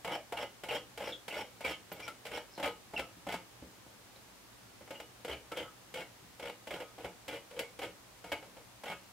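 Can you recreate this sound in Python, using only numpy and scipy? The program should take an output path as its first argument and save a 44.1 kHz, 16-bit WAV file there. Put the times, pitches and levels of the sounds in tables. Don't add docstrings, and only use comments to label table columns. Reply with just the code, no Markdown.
import sys
import numpy as np
from scipy import signal
from scipy.fft import rfft, irfft
from scipy.io import wavfile
from scipy.ndimage import uniform_filter1d

SR = 44100
rng = np.random.default_rng(int(sys.argv[2]) if len(sys.argv) > 2 else 0)


def wav_out(sig):
    wavfile.write(sys.argv[1], SR, np.round(np.clip(np.atleast_2d(sig).T, -1, 1) * 32767).astype(np.int16))


N = 402191

# start_s, tap_db, tap_bright_db, grip_wait_s, rake_s, rake_db, rake_bright_db, thump_db, hollow_db
STROKES = [(0.047, -35, -3.5, 0.028, 0.086, -39, -6, -6, -6.5),
           (0.323, -33.5, -6.5, .048, 0.067, -39, -2.5, -6.5, -1),
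           (0.636, -38.5, 2, 0.05, 0.084, -37.5, 1, -2, 2),
           (0.976, -39.5, 5.5, 0.026, 0.1, -41, 1, -1, 2.5),
           (1.281, -38.5, 6, 0.044, 0.094, -40.5, 1, -3, -0.5),
           (1.607, -43, 3, 0.04, 0.074, -38, 5, -0.5, 0.5),
           (1.917, -39.5, 0, 0.077, 0.073, -52.5, 5, 3, -2.5),
           (2.253, -42.5, 5, .062, 0.064, -40.5, 2.5, -3, 2),
           (2.578, -38.5, -9, 0.05, 0.052, -33.5, 0, -2.5, -2.5),
           (2.936, -38, -11, 0.039, 0.025, -36.5, 3.5, 2.5, -2.5),
           (3.268, -36, -9, 0.019, 0.065, -42, 1, 2.5, -8), (4.907, -40, 1, 0.033, 0.024, -53.5, 0, 0, 2),
           (5.248, -38, 5, 0.032, 0.056, -40.5, 2.5, 4.5, 3.5),
           (5.518, -37, 2.5, 0.048, 0.066, -43.5, 3.5, 4, 6),
           (5.941, -40, 10.5, 0.015, .064, -41.5, 4, 2, 5),
           (6.397, -43.5, 4.5, .028, .075, -42.5, 2.5, -0.5, 3),
           (6.672, -42, 4, 0.034, 0.061, -41.5, 2, 1.5, 4), (6.781, -61, 0, 0.021, 0.027, -41, -1, -1, 5),
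           (6.981, -45, -19, .064, 0.013, -38, -3, 3.5, -0.5),
           (7.281, -39, 12, 0.0074, .084, -43.5, 5, 3, 5), (7.509, -50, 9, 0.055, 0.039, -43.5, 2, 4, 10.5),
           (7.791, -40.5, 3.5, 0.026, .042, -39.5, 1, -0.5, 0.5),
           (8.242, -47.5, -3, .076, 0.012, -32, 1.5, -0.5, -3),
           (8.836, -41.5, -5, 0.021, 0.068, -41, -1.5, -4, -8.5)]
# start_s, level_db, bright_db
SNAPS = [(0.120, -40.5, 2), (0.751, -39, 2), (1.412, -42.5, -20), (2.001, -45, 5), (2.079, -40, 7),
         (2.266, -43, 11), (2.599, -35.5, -5), (3.324, -37.5, 3.5), (3.341, -35, -3), (5.001, -42.5, 4.5),
         (5.572, -36.5, 6.5), (7.592, -34, 18), (7.607, -38, -7)]
# start_s, length_s, start_hz, level_db, roughness (0-1)
SHORT_TONES = [(0.111, 0.046, 3100, -46.5, 0.45), (0.367, 0.018, 2850, -44, 0.1),
               (.412, 0.028, 3160, -47.5, 0.52), (.688, 0.025, 2870, -40, .55),
               (0.745, 0.028, 3230, -45, 0.36), (1.121, .02, 3480, -42.5, 0.5),
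               (1.305, 0.023, 2764, -45, .5), (1.642, 0.026, 2340, -36.5, 0.24),
               (1.726, 0.037, 3220, -51, .36), (1.924, .009, 14100, -48.5, .2),
               (2.022, 0.04, 2410, -50, .1), (2.076, 0.026, 1390, -46, 0.14),
               (2.497, 0.077, 5220, -64, 0.96), (2.55, .035, 4200, -61, .95),
               (2.963, .021, 2753, -36.5, 0.28), (2.993, 0.067, 1360, -55.5, 0.2),
               (4.16, .012, 4000, -60.5, .9), (4.944, 0.024, 2920, -52.5, .4),
               (5.311, .025, 3140, -45.5, 0.35), (5.514, 0.021, 1360, -46, 0.2),
               (5.563, 0.044, 3220, -45.5, 0.52), (5.63, 0.066, 1326, -55.5, 0.3)]
# start_s, level_db, thump_db
KNOCKS = [(3.166, -52.5, 26), (3.623, -43.5, 19), (3.864, -53.5, 10), (4.16, -55, -2), (4.809, -49, 8),
          (4.876, -51, -13), (6.227, -54, 33), (8.427, -46.5, -9), (8.46, -56, 17), (8.568, -47.5, -4)]
# freq_hz, density_db_per_hz
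BODY_COLOUR = [(25, -26), (65, -16.5), (170, -10.5), (400, -4.5), (480, 3), (900, -6), (1050, -10.5),
               (1800, -13.5), (3200, -12), (3900, -21.5), (6000, -25.5), (10000, -25), (15500, -30.5)]
# freq_hz, width_hz, gain_db
BODY_MODES = [(68, 21, 12.5), (176, 25, 8.5), (311, 35, 8.5), (476.8, 20.2, 2.5), (552.6, 75, 4),
              (663, 32, -0.5), (696, 19, 3.5), (870, 116, 7), (1197, 29, -14.5), (1256, 16, 11),
              (1450, 95, 7), (1640, 36, 5.5), (2045, 66, 8), (2202, 38, 12), (2320, 97, 5.5), (2740, 39, 7),
              (2697, 21, -11.5), (2920, 18, 11), (3082, 110, 1.5), (3620, 80, -0.5), (3960, 200, 5),
              (4600, 56, 11), (5240, 150, 8.5), (5820, 88, 4), (7500, 390, 4.5), (10200, 71, -8)]
# freq_hz, width_hz, gain_db
RAKE_MODE = (3260, 370, 3.2)
COLOUR_HZ = (250, 700, 2300, 6500)
# thump_db, ring_db, edge_db
TAP_COLOUR_DB = (-0.54, 0.5, -0.34)
RAKE_COLOUR_DB = (0.36, 2.77, -2.5)
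KNOCK_COLOUR_DB = (1.9, -2.2, -6)
# freq_hz, t60_s
ROOM_T60 = [(100, 0.28), (400, 0.27), (1000, 0.2), (2800, 0.22), (7000, 0.22), (15000, 0.14)]
# freq_hz, likeness (0-1)
ROOM_LIKENESS = [(100, 1), (500, 0.98), (1400, 0.91), (2800, 0.64), (5000, 0.39), (12000, 0.39)]
# freq_hz, density_db_per_hz
FLOOR_SPECTRUM = [(12, -46), (20, -35), (49, -7), (85, -12), (122, 0.5), (149, -17), (181, -6.5),
                  (383, -10), (708, -11), (770, -10), (1140, -12.5), (1980, -15), (2160, -15),
                  (6580, -19.5), (15600, -26)]
# freq_hz, likeness (0-1)
FLOOR_LIKENESS = [(50, 1), (300, 0.27), (1000, 0.41), (2500, 0.054), (6000, 0.018), (15000, 0.06)]
# freq_hz, level_db
HUM = [(119, -76), (180, -85)]

SIZE = 32768
HZ = np.fft.rfftfreq(SIZE, 1 / SR)
TIME_S = np.arange(SIZE // 2) / SR

SKIM_MAX_DB, SKIM_UNDER_RAKE_DB, SKIM_FADE_DB = -51.5, 1, 6
SKIM_SHARE = 0.89
GRIP_RE_RAKE_DB = -3.5
RASP_UNTIL_S, RASP_HZ, RASP_DB, RASP_ROUGHNESS = 2.5, 5390, -57.5, 1
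RASP_FROM = 0.35
TONE_SAG = 0.06
HOLLOW_HZ, HOLLOW_WIDTH_HZ = 498, 155
FLOOR_DB = -57
EDGE_HZ = 15800


def tweezers(tap_s=0.0096):
    mix = np.zeros((2, N))
    for start_s, tap_db, tap_bright_db, wait_s, rake_s, rake_db, rake_bright_db, thump_db, hollow_db in STROKES:
        body_db = body(hollow_db)
        tap_colour = colour(TAP_COLOUR_DB, thump_db, tap_bright_db)
        skim_colour = colour(TAP_COLOUR_DB, thump_db, 0)
        rake_colour = colour(RAKE_COLOUR_DB, thump_db, rake_bright_db)
        grip_s = start_s + wait_s

        add(mix, start_s, ring(tap(bounce=0.48, bounce_s=0.004), body_db, tap_s, tap_db, *tap_colour))

        skim_s = SKIM_SHARE * wait_s
        skim_db = min(SKIM_MAX_DB, rake_db - SKIM_UNDER_RAKE_DB)
        skim_force = rake(skim_s) * amp(-SKIM_FADE_DB * np.minimum(TIME_S / skim_s, 1))
        add(mix, start_s, ring(skim_force, body_db, skim_s, skim_db, *skim_colour))

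        grip_force = tap(bounce=1.0, bounce_s=0.003)
        add(mix, grip_s, ring(grip_force, body_db, tap_s, rake_db + GRIP_RE_RAKE_DB, *rake_colour))
        add(mix, grip_s, ring(rake(rake_s), body_db + peak(*RAKE_MODE), rake_s, rake_db, *rake_colour))

        if start_s < RASP_UNTIL_S:
            rasp = short_tone((1 - RASP_FROM) * rake_s, RASP_HZ, RASP_DB, RASP_ROUGHNESS)
            add(mix, grip_s + RASP_FROM * rake_s, rasp)

    for start_s, level_db, bright_db in SNAPS:
        *_, hollow_db = [stroke for stroke in STROKES if stroke[0] < start_s][-1]
        snap_force = tap(bounce=0.25, bounce_s=0.004)
        snap_colour = colour(TAP_COLOUR_DB, 0, bright_db)
        add(mix, start_s, ring(snap_force, body(hollow_db), tap_s, level_db, *snap_colour))
    return mix


def tap(bounce, bounce_s):
    force = np.zeros(len(TIME_S))
    force[0] = 1
    force[1 + int(bounce_s * SR * rng.uniform(0.6, 1.4))] = bounce
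    return force


def rake(length_s, slips_per_s=900, spread_db=3, grit_db=-2):
    size, way, grit = rng.standard_normal((3, len(TIME_S)))
    slipping = rng.random(len(TIME_S)) < slips_per_s / SR
    slips = slipping * np.sign(way) * amp(spread_db * size)
    friction = evened(slips) + amp(grit_db) * grit
    return friction * wraps() * (TIME_S < length_s)


def wraps(wraps_per_s=68, uneven=0.22, catch_s=0.0025, between_db=-15):
    gap, size = rng.standard_normal((2, 40))
    gaps_s = np.exp(uneven * gap) / wraps_per_s
    starts_s = np.cumsum(gaps_s) - gaps_s
    last = np.searchsorted(starts_s, TIME_S, side="right") - 1
    catch = np.exp(uneven * size[last] - (TIME_S - starts_s[last]) / catch_s)
    return amp(between_db) + catch


def squeaks_and_rings():
    mix = np.zeros((2, N))
    for start_s, *tone in SHORT_TONES:
        add(mix, start_s, short_tone(*tone))
    return mix


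def short_tone(length_s, start_hz, level_db, roughness, waver=0.015, octave_db=-25, chatter_hz=240):
    wobble, a, b = rng.standard_normal((3, len(TIME_S)))
    wobble = evened(uniform_filter1d(wobble, size=90))
    progress = np.minimum(TIME_S / length_s, 1)
    sag = TONE_SAG * (1 - roughness) * progress
    pitch_hz = start_hz * (1 - sag) * (1 + waver * wobble)
    turn = np.exp(2j * np.pi * np.cumsum(pitch_hz) / SR)

    chatter = signal.lfilter(*signal.butter(2, chatter_hz, fs=SR), (a + 1j * b) * wraps())
    roughness = np.clip(roughness, 0, 1)
    note = turn * (1 - roughness + roughness * chatter / np.std(chatter))
    octave = amp(octave_db) * (start_hz < SR / 4) * note * turn
    swell = np.sqrt(np.maximum(np.sin(np.pi * progress), 0))
    tone = swell * (note + octave).real
    return heard(rfft(tone, SIZE) * room(direct_db=-1, near_db=-17.5, far_db=-5.5), length_s, level_db)


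def fingers(knock_s=0.0088):
    mix = np.zeros((2, N))
    for start_s, level_db, thump_db in KNOCKS:
        force = tap(bounce=0.48, bounce_s=0.019)
        knock_colour = colour(KNOCK_COLOUR_DB, thump_db, 0)
        add(mix, start_s, ring(force, body(0), knock_s, level_db, *knock_colour))
    return mix


def ring(force, body_db, seconds, level_db, thump_db, ring_db, edge_db):
    drive = rfft(force, SIZE) * room()
    smooth_power = uniform_filter1d(abs(drive.mean(0)) ** 2, size=200)
    drive = drive / np.sqrt(smooth_power + 1e-12)
    colour_db = read(list(zip(COLOUR_HZ, (thump_db, 0, ring_db, edge_db))), HZ)
    return heard(drive * causal(body_db + colour_db), seconds, level_db)


def body(hollow_db):
    modes_db = sum(peak(*mode) for mode in BODY_MODES)
    return read(BODY_COLOUR, HZ) + modes_db + peak(HOLLOW_HZ, HOLLOW_WIDTH_HZ, hollow_db)


def peak(freq_hz, width_hz, gain_db):
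    return gain_db / (1 + (2 * (HZ - freq_hz) / width_hz) ** 2)


def colour(kind_db, thump_db, bright_db):
    return np.add(kind_db, (thump_db, bright_db, bright_db))


def causal(gain_db):
    log_gain = np.log(amp(np.concatenate([gain_db, gain_db[-2:0:-1]])))
    return np.exp(np.conj(signal.hilbert(log_gain)))[:len(gain_db)]


def room(direct_db=-8, near_db=0, near_t60_s=0.039, near_build_s=0.001, far_db=-3, far_build_s=0.0018):
    hz, t_s, near_z = noise_pair(ROOM_LIKENESS, len(TIME_S))
    far_z = 1j * near_z * amp(-60 * t_s / read(ROOM_T60, hz))
    near, far = signal.istft(np.array([near_z, far_z]), nperseg=512)[1][..., :len(TIME_S)]
    near = near * amp(-60 * TIME_S / near_t60_s) * (1 - np.exp(-TIME_S / near_build_s))
    far = far * (1 - np.exp(-TIME_S / far_build_s))
    paths = (amp(near_db) * evened(near) + amp(far_db) * evened(far)) / np.sqrt(len(TIME_S))
    paths[:, 0] += amp(direct_db)
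    return rfft(paths, SIZE)


def noise_pair(likeness, size):
    hz, t_s, (mid, side) = signal.stft(rng.standard_normal((2, size)), SR, nperseg=512)
    same = np.clip(read(likeness, hz), -1, 1)[:, None]
    mid = mid * np.sqrt((1 + same) / 2)
    side = side * np.sqrt((1 - same) / 2)
    return hz[:, None], t_s, np.array([mid + side, mid - side])


def heard(spectrum, seconds, level_db):
    sound = irfft(spectrum)[:, :len(TIME_S)]
    return amp(level_db) * sound * np.sqrt(seconds * SR / np.sum(sound.mean(0) ** 2))


def amp(db):
    return 10 ** (np.asarray(db) / 20)


def evened(x):
    return x / np.sqrt(np.mean(x ** 2) + 1e-20)


def read(points, hz):
    freq_hz, value = np.transpose(points)
    return np.interp(np.log(hz + 1), np.log(freq_hz + 1), value)


def add(mix, start_s, sound):
    part = mix[:, max(round(start_s * SR), 0):][:, :sound.shape[1]]
    part += sound[:, :part.shape[1]]


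def background(hum_waver_rad=0.36):
    hiss = signal.istft(noise_pair(FLOOR_LIKENESS, N)[2], nperseg=512)[1][:, :N]
    hiss = irfft(rfft(hiss) * amp(read(FLOOR_SPECTRUM, np.fft.rfftfreq(N, 1 / SR))), N)
    t_s = np.arange(N) / SR
    drift = evened(uniform_filter1d(uniform_filter1d(rng.standard_normal(N), 5000), 3000))
    hum = sum(amp(level_db) * np.sqrt(2) * np.sin(2 * np.pi * freq_hz * t_s + hum_waver_rad * drift)
              for freq_hz, level_db in HUM)
    return amp(FLOOR_DB) * evened(hiss) + hum


def scene(left_db=0.14):
    contacts = tweezers() + squeaks_and_rings() + fingers()
    return contacts * amp([[left_db], [-left_db]]) + background()


def record(dry):
    lowpass = signal.firwin(511, EDGE_HZ, window=("kaiser", 9), fs=SR)
    return signal.oaconvolve(dry, lowpass[None], "same", axes=1)


dry = scene()
out = record(dry)
wav_out(out)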